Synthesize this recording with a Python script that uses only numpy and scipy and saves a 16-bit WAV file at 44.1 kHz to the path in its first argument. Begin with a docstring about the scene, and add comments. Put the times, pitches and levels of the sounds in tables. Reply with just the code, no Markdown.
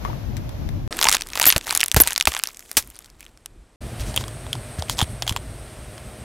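"""Wind and street hiss come first, with squelches and ticks as a car tyre slowly peels off squashed fruit.
After a short silence it flattens a plastic pack of cakes, whose pockets snap, burst and whistle over far traffic.
After another silence it leans on a pulp egg tray, rubbing and cracking it, while the engine idles.
Coloured noise makes wind, traffic, engine and rubbing; noise bursts through resonances make the cracks;
sine waves make the squelches, whistles and low pushes. Left and right differ only in the fruit part."""
import sys
import numpy as np
from scipy.fft import rfft, irfft, next_fast_len
from scipy.io import wavfile
from scipy.ndimage import map_coordinates

SR = 44100
rng = np.random.default_rng(int(sys.argv[2]) if len(sys.argv) > 2 else 0)


def store_pcm(level_fs):
    """Save levels as 16-bit WAV."""
    pcm = np.round(np.clip(level_fs, -1, 1) * 32767).astype(np.int16)
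    wavfile.write(sys.argv[1], SR, np.atleast_2d(pcm).T)


N = 275172
T = np.arange(N) / SR

# Silences between the three parts. Each row: start in seconds, end in seconds.
SILENCES = [(0.877, 0.908), (3.759, 3.806)]
# Resonances of stiff plastic film. Each row: pitch in Hz, width in Hz, relative level in dB.
FILM_MODES = [(2320, 1900, 5.5)]
# Resonances of hollow pulp cups. Each row: pitch in Hz, width in Hz, relative level in dB.
CUP_MODES = [(886, 280, 0)]
# Resonances of the pack's air pockets. Each row: pitch in Hz, width in Hz, relative level in dB.
POCKET_MODES = [(940, 290, -2.5), (1330, 310, -2), (2200, 490, -6.5)]
# Resonances of egg shells. Each row: pitch in Hz, width in Hz, relative level in dB.
SHELL_MODES = [(3250, 300, 0), (7600, 200, -10), (10700, 300, -15)]


def amp(db):
    """Turn a level in dB into a gain."""
    return 10 ** (np.asarray(db) / 20)


def unit(x):
    """Scale a signal to an rms of 1."""
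    return x / np.sqrt(np.mean(x ** 2, axis=-1, keepdims=True) + 1e-20)


def curves(rows):
    """Draw straight lines between timed points: one curve for each column after the time."""
    seconds, *columns = np.transpose(rows)
    return [np.interp(T, seconds, column) for column in columns]


def wobble(rate):
    """Make a smooth random curve with `rate` random points a second."""
    points = rng.standard_normal(int(N * rate / SR) + 4)
    return map_coordinates(points, [T * rate])


def filtered(x, response):
    """Filter x by a gain (real or complex) that depends on frequency."""
    size = next_fast_len(x.shape[-1] + 1024)
    spectrum = rfft(x, size) * response(np.fft.rfftfreq(size, 1 / SR))
    return irfft(spectrum, size)[..., :x.shape[-1]]


def noise(spectrum):
    """Make noise of rms 1, coloured by points of frequency in Hz and relative level in dB."""
    points_hz, points_db = np.transpose(spectrum)

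    def colour(hz):
        return amp(np.interp(np.log(hz + 1), np.log(points_hz), points_db, -120, -120))

    return unit(filtered(rng.standard_normal(N), colour))


def resonance(f, hz, width):
    """A simple resonance: gain 1 at its centre, and a narrower width rings longer."""
    return 1j * f * width / (hz * hz - f * f + 1j * f * width)


def body(modes):
    """Add up the resonances of an object, with alternating signs."""
    return lambda f: sum((-1) ** k * amp(db) * resonance(f, hz, width)
                         for k, (hz, width, db) in enumerate(modes))


def cracks(rows, skin, hollow, width, t60, skin_db, tail_db, tail_s, size=2048):
    """A sharp step and dying noise ring the crack's pitch and the skin, with a dull rattle and a hollow knock.

    Each row: start in seconds, peak of the spit in dB, pitch in Hz, knock in dB relative to the spit.
    width is a share of the pitch; t60 is the time in seconds in which a 5000 Hz crack's noise falls by 60 dB.
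    """
    rows = np.asarray(rows, float)
    t = np.arange(size) / SR
    hz = np.clip(rows[:, 2:3], 800, 14000)
    draw = rng.standard_normal((len(rows), 3, size))
    squash = np.exp(0.15 * draw[:, 2, :1])  # each hollow is pressed to another size
    draw[:, :2, 0] = -2.44  # the first give is a sharp pull
    blow = draw[:, 0] * amp(-60 * t / (t60 * (5000 / hz) ** 0.13))  # deep cracks last longer

    # the freed patch rings at pitches of its own, set at random around the crack's
    low = hz * np.exp(0.51 * draw[:, 2, 1:2] - 0.45)
    high = np.minimum(hz * np.exp(0.27 * draw[:, 2, 2:3] + 0.45), 15000)

    def skin_ring(f):
        return amp(skin_db) * body(skin)(f)

    def spit_response(f):
        patch = resonance(f, low, 0.35 * low) - resonance(f, high, 0.057 * high)
        return resonance(f, hz, width * hz) ** 2 + 0.17 + 0.7 * patch + skin_ring(f)

    def peak(x):
        return x / np.abs(x).max(axis=1, keepdims=True)

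    spit = filtered(blow, spit_response)
    rattle = filtered(draw[:, 2] * amp(-60 * t / tail_s), lambda f: resonance(f, 1800, 3000) + skin_ring(f))
    knock = filtered(draw[:, 1] * amp(-60 * t / 0.0097), lambda f: body(hollow)(f * squash))
    sound = peak(spit) + amp(tail_db) * peak(rattle) + amp(rows[:, 3:4]) * peak(knock)
    sound = amp(rows[:, 1:2]) * sound
    at = np.round(rows[:, :1] * SR).astype(int) + np.arange(size)
    return np.bincount(at.ravel(), sound.ravel(), N + size)[:N]


def crackle(times, curve_db, count, spread_db, hz):
    """Scatter random small snaps of varied size and pitch around a level curve, as rows for cracks()."""
    draw = rng.random((count, 3))
    when = times[0] + (times[-1] - times[0]) * draw[:, 0]
    level_db = np.interp(when, times, curve_db) - spread_db * np.log(draw[:, 1] + 0.01)  # few are loud
    pitch_hz = hz * 3.9 ** (2 * draw[:, 2] - 1)
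    return np.transpose([when, level_db, pitch_hz, np.full(count, -26)])


def swings(rows, glide):
    """Add dying sine waves that start sharp (glide above 0) or flat (below 0) and settle to their pitch."""
    out = np.zeros(N)
    t = np.arange(SR // 5) / SR
    for s, hz, db, t60, *direction in rows:
        turns = hz * (t + glide * 0.0053 * (1 - np.exp(-t / 0.0028)))
        swing = amp(db - 60 * t / t60) * np.sin(2 * np.pi * turns)
        out[round(s * SR):][:len(t)] += np.sign(direction or 1) * swing
    return out


def wind_and_street():
    """Wind buffets two ports with partly shared low noise, the left one more; the street is a higher hiss."""
    # Levels before the left and right offsets. Each row: time in seconds, wind in dB, street in dB.
    levels = [(0, -35, -44.5), (.06, -25, -40), (.16, -31.5, -44), (.31, -31, -46.5), (.45, -30, -46.5),
              (.56, -30.5, -45.5), (.63, -26.5, -45.5), (.8, -29, -47.5), (.87, -27.5, -49.5)]
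    # Colour of the wind. Each row: frequency in Hz, relative level in dB per Hz.
    wind_colour = [(15, -35), (25, -4.5), (54, 2), (123, 0), (190, -10.5), (322, -13), (500, -35),
                   (650, -37), (1100, -120)]
    # Colour of the street. Each row: frequency in Hz, relative level in dB per Hz.
    street_colour = [(250, -35.5), (330, -8.5), (590, 1.5), (1140, -10), (6250, -21), (8600, -35.5),
                     (11500, -24), (14300, -20), (15000, -55)]
    wind_db, street_db = curves(levels)
    shared = noise(wind_colour)
    ports = [unit(amp(2.89 * wobble(13.5)) * (0.736 * shared + noise(wind_colour))) for port in range(2)]
    wind = amp(wind_db + [[4], [-1.2]]) * ports  # offsets in dB: left, right
    street = amp(street_db + [[4], [2.2]]) * np.array([noise(street_colour), noise(street_colour)])
    return wind + street


def distant_traffic():
    """Far traffic is a wavering low rumble with a thin layer of airy noise."""
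    # Each row: time in seconds, rumble in dB, air in dB.
    levels = [(.91, -34, -34.5), (1.05, -38, -43), (1.2, -44.5, -49.5), (1.6, -47, -51.5),
              (2.4, -50.5, -62), (2.7, -56, -56), (3, -52, -58), (3.2, -52.5, -60), (3.76, -49, -60)]
    # Colour of the rumble. Each row: frequency in Hz, relative level in dB per Hz.
    rumble_colour = [(15, -30), (25, -4.5), (54, -7.5), (206, -24), (332, -23.5), (400, -32.5), (520, -69),
                     (880, -120)]
    # Colour of the air. Each row: frequency in Hz, relative level in dB per Hz.
    air_colour = [(120, -53), (200, -17.5), (227, -9.5), (333, -9), (358, -10), (6830, -29.5), (8200, -24),
                  (15500, -44.5)]
    rumble_db, air_db = curves(levels)
    rumble = amp(rumble_db + 4.1 * wobble(8.4)) * noise(rumble_colour)
    return rumble + amp(air_db) * noise(air_colour)


def engine():
    """The idling engine is unsteady low noise, a hiss, and noise ringing in narrow whining resonances."""
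    # Each row: time in seconds, rumble in dB, hiss in dB, whine over the hiss in dB.
    levels = [(3.81, -32, -42, -12.5), (4.1, -30, -39, -5.5), (4.3, -34.5, -43, -3.5),
              (4.7, -37, -42, -3.5), (5.1, -34.5, -43.5, -4), (5.4, -36, -45, -5.5), (5.7, -39, -44.5, -6),
              (6.24, -38.5, -44.5, -6)]
    # Colour of the rumble. Each row: frequency in Hz, relative level in dB per Hz.
    rumble_colour = [(15, -49), (25, -18), (54, 4), (86, -4), (119, 4), (163, -13.5), (231, -10.5),
                     (274, -16.5), (450, -23), (580, -58), (990, -120)]
    # Colour of the hiss. Each row: frequency in Hz, relative level in dB per Hz.
    hiss_colour = [(250, -10.5), (330, -1), (700, -1), (900, -7.5), (1800, -9), (3700, -14.5),
                   (7000, -19.5), (10500, -17.5), (15800, -28)]
    # Hum and reedy hiss. Each row: pitch in Hz, width in Hz, relative level in dB.
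    whine_modes = [(619, 32, 11), (7860, 53, -1.5), (8445, 200, 5.5), (8587, 300, -1.5), (8960, 70, 5),
                   (9760, 160, -3.5)]
    rumble_db, hiss_db, whine_db = curves(levels)
    rumble = amp(rumble_db + 2.15 * wobble(19)) * noise(rumble_colour)
    whine = unit(filtered(rng.standard_normal(N), body(whine_modes)))
    whine = amp(whine_db + 0.4 * wobble(15)) * whine
    return rumble + amp(hiss_db) * (noise(hiss_colour) + whine)


def pushes():
    """Pushes of air and ground at the microphone are low swings that die within a few cycles."""
    # Each row: start in seconds, pitch in Hz, starting level in dB, 60 dB fall time in seconds, direction (+1 or -1).
    rows = [(1.562, 59.7, -12, 0.042, -1), (1.9454, 62.3, -12.5, 0.066, 1), (1.969, 56, -6, 0.088, 1),
            (2.001, 58.6, -19, 0.14, -1), (2.275, 62, -16.5, 0.097, 1), (2.772, 64.5, -24.5, 0.078, 1),
            (4.003, 59.2, -19.5, 0.15, -1), (4.788, 78, -18, 0.13, 1), (5.025, 77, -8, 0.058, -1),
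            (5.314, 70, -13, 0.0356, -1)]
    return swings(rows, glide=0.7)


def wet_fruit():
    """Pulp sucks free in small bubbles that ring as short sines; the lifting tread makes wet ticks."""
    # Ticks. Each row: start in seconds, peak in dB, pitch in Hz, hollow knock over the peak in dB;
    # the left and right offsets come on top of the peak.
    ticks = [(0.0504, -32, 1480, 8), (0.3684, -20, 5530, -38.5), (0.4927, -25.5, 4590, -6),
             (0.6902, -35.5, 2900, 9)]
    # Bubbles, before the same offsets. Each row: start in seconds, pitch in Hz, starting level in dB,
    # 60 dB fall time in seconds.
    bubbles = [(.0505, 1080, -14, 0.012), (.056, 1154, -22, 0.047), (.058, 2180, -37, .04),
               (.104, 2450, -40, 0.018), (.077, 1250, -31.5, 0.042), (.099, 955, -26, 0.042),
               (.131, 1190, -24.5, 0.012)]
    pulp = cracks(ticks, FILM_MODES, CUP_MODES, width=5.7, t60=0.0041, skin_db=-32, tail_db=-10.5, tail_s=0.07)
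    pulp = pulp + swings(bubbles, glide=-0.042)
    late = np.roll(pulp, 23)  # the pulp reaches the right port 23 samples later
    return amp([[5], [-6]]) * [pulp, late]  # offsets in dB: left, right


def rubber_drags():
    """Rubber dragging on pulp is short swells of noise, and bits of shell break meanwhile."""
    # Each row: start in seconds, length in seconds, level before the swell in dB, centre in Hz, width in Hz.
    drags = [(3.988, 0.048, -37, 4520, 6000), (4.032, 0.1086, -42, 5000, 7000),
             (4.178, 0.06, -38, 4900, 7000), (4.784, 0.02, -37, 5140, 5030),
             (4.882, 0.07, -32.5, 5360, 7040), (4.964, 0.0544, -32.5, 6000, 9000),
             (5.015, 0.03, -32, 9300, 2500), (5.075, 0.076, -47, 9800, 2200),
             (5.265, 0.059, -35, 6000, 9000)]
    out = np.zeros(N)
    crumbs = []
    for s, length, db, hz, width in drags:
        raw = rng.standard_normal(round(length * SR))
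        fizz = unit(filtered(raw, lambda f: resonance(f, hz, width) ** 2))
        out[round(s * SR):][:len(fizz)] += amp(db) * np.hanning(len(fizz)) ** 0.82 * fizz
        crumbs.append(crackle([s, s + length], [db + 1.5] * 2, count=12, spread_db=3, hz=3500))
    return out + cracks(np.vstack(crumbs), SHELL_MODES, CUP_MODES, width=0.6, t60=0.004,
                        skin_db=-17, tail_db=-18, tail_s=0.023, size=512)


def tray_cracks():
    """Shells and pulp crack: sharp bursts ring the egg shells strongly and knock in the cups."""
    # Each row: start in seconds, peak in dB, pitch in Hz, hollow knock over the peak in dB.
    rows = [(3.9979, -24.5, 4700, -10), (4.1423, -20.5, 3000, -7), (4.1627, -1, 7580, -19),
            (4.1757, -3, 3730, -12), (4.2103, -20, 5600, -5.5), (4.2396, -23.5, 3200, -3),
            (4.2812, -19, 5530, -10), (4.4663, -31.5, 3200, 5.5), (4.53, -7.5, 3200, -29),
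            (4.5534, -23.5, 3100, 1.5), (4.823, -16.5, 3340, -1), (4.8972, -6.5, 6400, -6),
            (4.9842, -15, 4100, -5), (4.9903, -3.5, 3600, -16.5), (4.9966, -16, 3380, 0),
            (5.0052, -11.5, 3100, -5), (5.0148, -4.5, 3050, -5.5), (5.0279, -13.5, 3000, -7),
            (5.2227, -6.5, 3170, -12.5), (5.2668, -22, 4100, -1), (5.2777, -6.5, 3130, -14.5),
            (5.2944, -4, 4180, -13.5), (5.3081, -22, 5000, -1), (5.3245, -16.5, 4140, -15.5),
            (5.3633, -10, 2880, -5.5), (5.3712, -19.5, 3500, -6.5), (5.9798, -27, 4000, -2)]
    return cracks(rows, SHELL_MODES, CUP_MODES, width=1.6, t60=0.005, skin_db=13, tail_db=-13, tail_s=0.045)


def seeping_air():
    """The last air seeps from the flat pack as a soft, wavering hiss."""
    # Each row: time in seconds, level in dB.
    levels = [(2.42, -69), (2.62, -57), (2.8, -52), (3.03, -65), (3.15, -75), (3.76, -85)]
    hiss = unit(filtered(rng.standard_normal(N), lambda f: resonance(f, 8000, 8200) ** 2))
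    return (T > levels[0][0]) * amp(curves(levels)[0] + 1.5 * wobble(30)) * hiss


def bursting_pockets():
    """Bursting air pockets let out a dying bright hiss and a shorter low puff."""
    # Each row: start in seconds, starting hiss in dB, hiss 60 dB fall time in seconds,
    # centre of the hiss in Hz, starting puff in dB.
    bursts = [(1.4651, -7.5, 0.088, 4000, -24.5), (1.562, -18, 0.057, 4000, -14),
              (1.964, -10, 0.084, 3505, -9), (2.002, -18.5, 0.11, 6000, -13.5),
              (2.2723, -14.5, 0.082, 1930, -17.5), (2.7692, -4.5, 0.078, 9000, -23.5)]
    out = np.zeros(N)
    t = np.arange(SR // 8) / SR
    for s, db, t60, hz, puff_db in bursts:
        raw = rng.standard_normal((2, len(t)))
        hiss, puff = unit(filtered(raw, lambda f: [resonance(f, hz, 11.0 * hz), resonance(f, 130, 380)]))
        burst = amp(db - 60 * t / t60) * hiss + amp(puff_db - 60 * t / (0.71 * t60)) * puff
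        out[round(s * SR):][:len(t)] += burst
    return out


def whistling_slits():
    """Air squeezed through slits whistles unsteadily, its pitch sagging as the pressure drops."""
    # Pitch and level before the flutter. Each row: start in seconds, length in seconds,
    # first pitch in Hz, last pitch in Hz, peak in dB.
    slits = [(1.466, 0.0056, 11900, 11400, -5.5), (1.474, .005, 12200, 12100, -5),
             (1.481, 0.011, 13700, 12900, -5), (1.491, 0.0067, 12000, 11220, -6),
             (1.507, .0055, 12300, 10500, -26), (1.512, .012, 9100, 9030, -26),
             (2.004, .0095, 14680, 12200, -0.5), (2.014, 0.006, 12960, 12320, -2.5),
             (2.018, 0.0064, 11200, 9630, -3.5), (2.778, 0.012, 6300, 5600, -18)]
    sag_power, edge_s = 1.2, 0.00085  # shape of the sag; fade at either end in seconds
    out = np.zeros(N)
    flutter, waver = wobble(870), wobble(400)
    for s, length, first_hz, last_hz, db in slits:
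        u = np.clip((T - s) / length, 0, 1)
        hz = first_hz + (last_hz - first_hz) * u ** sag_power
        hz = hz * (1 + 0.0078 * flutter + 0.005 * waver)
        edge = np.clip(np.minimum(u, 1 - u) * length / edge_s, 0, 1)
        out += edge * amp(db + 1.4 * flutter + 3.3 * waver) * np.sin(2 * np.pi * np.cumsum(hz) / SR)
    return out


def buckling_pockets():
    """A pocket hums briefly after its wall buckles, starting a little flat."""
    # Each row: start in seconds, pitch in Hz, starting level in dB, 60 dB fall time in seconds.
    rows = [(1.0545, 907, -13.5, 0.044), (1.059, 970, -15, 0.03), (1.0715, 1100, -11.5, 0.034),
            (1.416, 995, -14.5, 0.035), (2.064, 1015, -24.5, 0.046)]
    return swings(rows, glide=-0.093)


def load(s):
    """Levels in dB at times s: both rise into a load; crackle fades after it, trapped air leaks from its start."""
    # The tread presses each pocket flat, later the film springs back.
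    # Each row: start in seconds, end in seconds, crackle in dB, trapped air in dB.
    loads = [(0.926, .99, -45, -16), (1.02, 1.155, -23.5, -13), (1.369, 1.53, -25.5, -14.5),
             (1.692, 1.76, -25.5, -17), (1.792, 1.846, -32.5, -26), (2.02, 2.11, -27, -15.5),
             (2.16, 2.26, -39.5, -44), (2.287, 2.383, -30.5, -13.5), (2.43, 2.493, -35.5, -33.5),
             (2.56, 3.056, -47, -40), (2.776, 2.79, -41, -30.5), (3.212, 3.263, -46, -32)]
    rise, fall, leak = 201, 297, 91  # dB per second; the leak is the trapped air escaping
    relax_db, relax = -18, 28  # slow ticking left behind: its drop in dB, its fade in dB per second
    start, end, db, air_db = np.transpose(loads)[:, :, None]
    early, late = np.maximum(start - s, 0), np.maximum(s - end, 0)
    fall_db = np.maximum(-fall * late, relax_db - relax * late)
    crackle_db = (db - rise * early + fall_db).max(0)
    trapped_db = (air_db - rise * early - leak * np.maximum(s - start, 0)).max(0)
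    return crackle_db, trapped_db


def film_creases():
    """Creasing film crackles in many tiny snaps, louder and denser when the load is high."""
    thinning = 0.23  # ticks grow rarer by this share of each dB that the crackle drops
    times = np.linspace(SILENCES[0][1], SILENCES[1][0], 600)
    level_db = load(times)[0]
    small = crackle(times, level_db, count=1700, spread_db=4.5, hz=4240)
    drop_db = load(small[:, 0])[0] - level_db.max()
    small[rng.random(len(small)) > amp(thinning * drop_db), 1] = -200  # silent
    return cracks(small, FILM_MODES, POCKET_MODES, width=0.39, t60=0.0035,
                  skin_db=-25, tail_db=-13, tail_s=0.018, size=512)


def plastic_snaps():
    """Plastic snaps ring the film and knock the trapped air; the knock fades as the air leaves."""
    # Each row: start in seconds, peak in dB, pitch in Hz.
    rows = [(0.9262, -11, 2970), (.99, -5.5, 4355), (1.0135, -2.5, 4710), (1.027, 2.5, 4510),
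            (1.0326, -4.5, 5970), (1.0429, 2.5, 4910), (1.054, -4.5, 2830), (1.0679, -6.5, 5500),
            (1.0706, -5.5, 2880), (1.0865, 7.5, 4280), (1.0944, 2, 5500), (1.1043, -8, 5930),
            (1.115, 0.5, 5350), (1.1264, 4, 5600), (1.1366, -0.5, 5480), (1.141, -7, 4270),
            (1.146, -2, 3020), (1.1498, 1, 5800), (1.1678, -5, 3064), (1.2097, -12.5, 4400),
            (1.2206, -9, 5360), (1.271, -19, 7040), (1.2879, -20, 8030), (1.302, -27.5, 7100),
            (1.3338, -16, 2880), (1.3551, -8, 6470), (1.3745, -7, 5060), (1.3985, 4.5, 7810),
            (1.4137, -5.5, 3900), (1.417, 3.5, 4810), (1.4278, 1, 6777), (1.4345, -6, 6150),
            (1.4409, -2, 2627), (1.4555, 10, 7520), (1.4782, -9.5, 5800), (1.5024, 5, 3820),
            (1.5144, -11, 4570), (1.5249, 3, 4200), (1.5633, -0.5, 3527), (1.58, -2, 6770),
            (1.6115, -16.5, 3680), (1.6692, -15, 4896), (1.7081, 0, 4090), (1.726, -6, 6550),
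            (1.7506, 3.5, 9100), (1.7628, -6.5, 7220), (1.7747, 4, 6906), (1.7964, -15, 2980),
            (1.8054, -3, 5850), (1.8121, 3, 5770), (1.8315, 3.5, 2700), (1.8389, 1, 9094),
            (1.861, -5.5, 7740), (1.8824, -5, 7530), (1.9158, -1.5, 5530), (1.9238, -14.5, 6900),
            (1.9448, 7, 8340), (1.9639, -6.5, 6000), (2.0018, 14.5, 7858), (2.0363, -6.5, 8065),
            (2.0743, 2, 7300), (2.0796, -4.5, 7000), (2.086, -11, 6100), (2.1078, -10.5, 6030),
            (2.1217, -12, 2580), (2.1317, -7.5, 8670), (2.1613, -1.5, 3900), (2.1786, -0.5, 6906),
            (2.2001, -9, 4700), (2.21, 0.5, 2917), (2.2249, -11, 5720), (2.2547, -2.5, 5090),
            (2.2726, 4.5, 2460), (2.3198, -16.5, 2770), (2.3387, -13, 4230), (2.3492, -6.5, 4160),
            (2.3659, -8, 2390), (2.3913, -9, 9160), (2.3973, -12, 2700), (2.4371, -1, 5240),
            (2.4568, -16.5, 3200), (2.4728, -10, 4870), (2.486, -28, 4100), (2.5463, -25.5, 5600),
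            (2.571, -21, 6140), (2.5938, -20, 6550), (2.7149, -11.5, 8700), (2.8253, -19, 6315),
            (2.8746, -22.5, 10500), (2.902, -21.5, 9250), (2.9561, -27, 5500), (2.99, -19.5, 8800),
            (3.0451, -30.5, 6200), (3.0597, -30, 7118), (3.1011, -32, 8000), (3.207, -21.5, 9800),
            (3.2519, -31, 5130), (3.3745, -34.5, 5506), (3.4599, -13, 6630)]
    follows = 0.53  # dB of knock gained for each dB of snap
    s, db, hz = np.transpose(rows)
    knock_db = load(s)[1] - (1 - follows) * db  # relative to the snap
    knock_db = knock_db - 6 * np.log2(hz / hz.mean())  # deep snaps knock more: 6 dB per octave
    knock_db = knock_db + 4.5 * rng.standard_normal(len(s))
    return cracks(np.transpose([s, db, hz, knock_db]), FILM_MODES, POCKET_MODES, width=1.62, t60=0.0051,
                  skin_db=-10.5, tail_db=-21.5, tail_s=0.023)


def scene():
    """Play the fruit, the pack and the tray in turn, with silences between them."""
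    (fruit_end, pack_start), (pack_end, tray_start) = SILENCES
    fruit = wind_and_street() + wet_fruit()
    air = seeping_air() + bursting_pockets() + whistling_slits()
    pack = distant_traffic() + air + buckling_pockets() + film_creases() + plastic_snaps()
    tray = engine() + rubber_drags() + tray_cracks()
    fade_in = np.clip((T - tray_start) / 0.011, 0, 1)
    parts = (T < fruit_end) * fruit + ((T > pack_start) & (T < pack_end)) * pack + fade_in * tray
    return parts + pushes()


def record(dry):
    """The microphone dulls the top, soft clipping flattens loud snaps, and a last filter stops the highest treble."""
    capsule = filtered(dry, lambda hz: 1 / np.sqrt(1 + (hz / 14200) ** 12))
    clipped = capsule / (1 + np.abs(capsule / 0.92) ** 8) ** (1 / 8)
    return filtered(clipped, lambda hz: np.clip((16500 - hz) / 700, 0, 1) ** 2)  # fades from 15800 Hz


dry = scene()
out = record(dry)
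store_pcm(out)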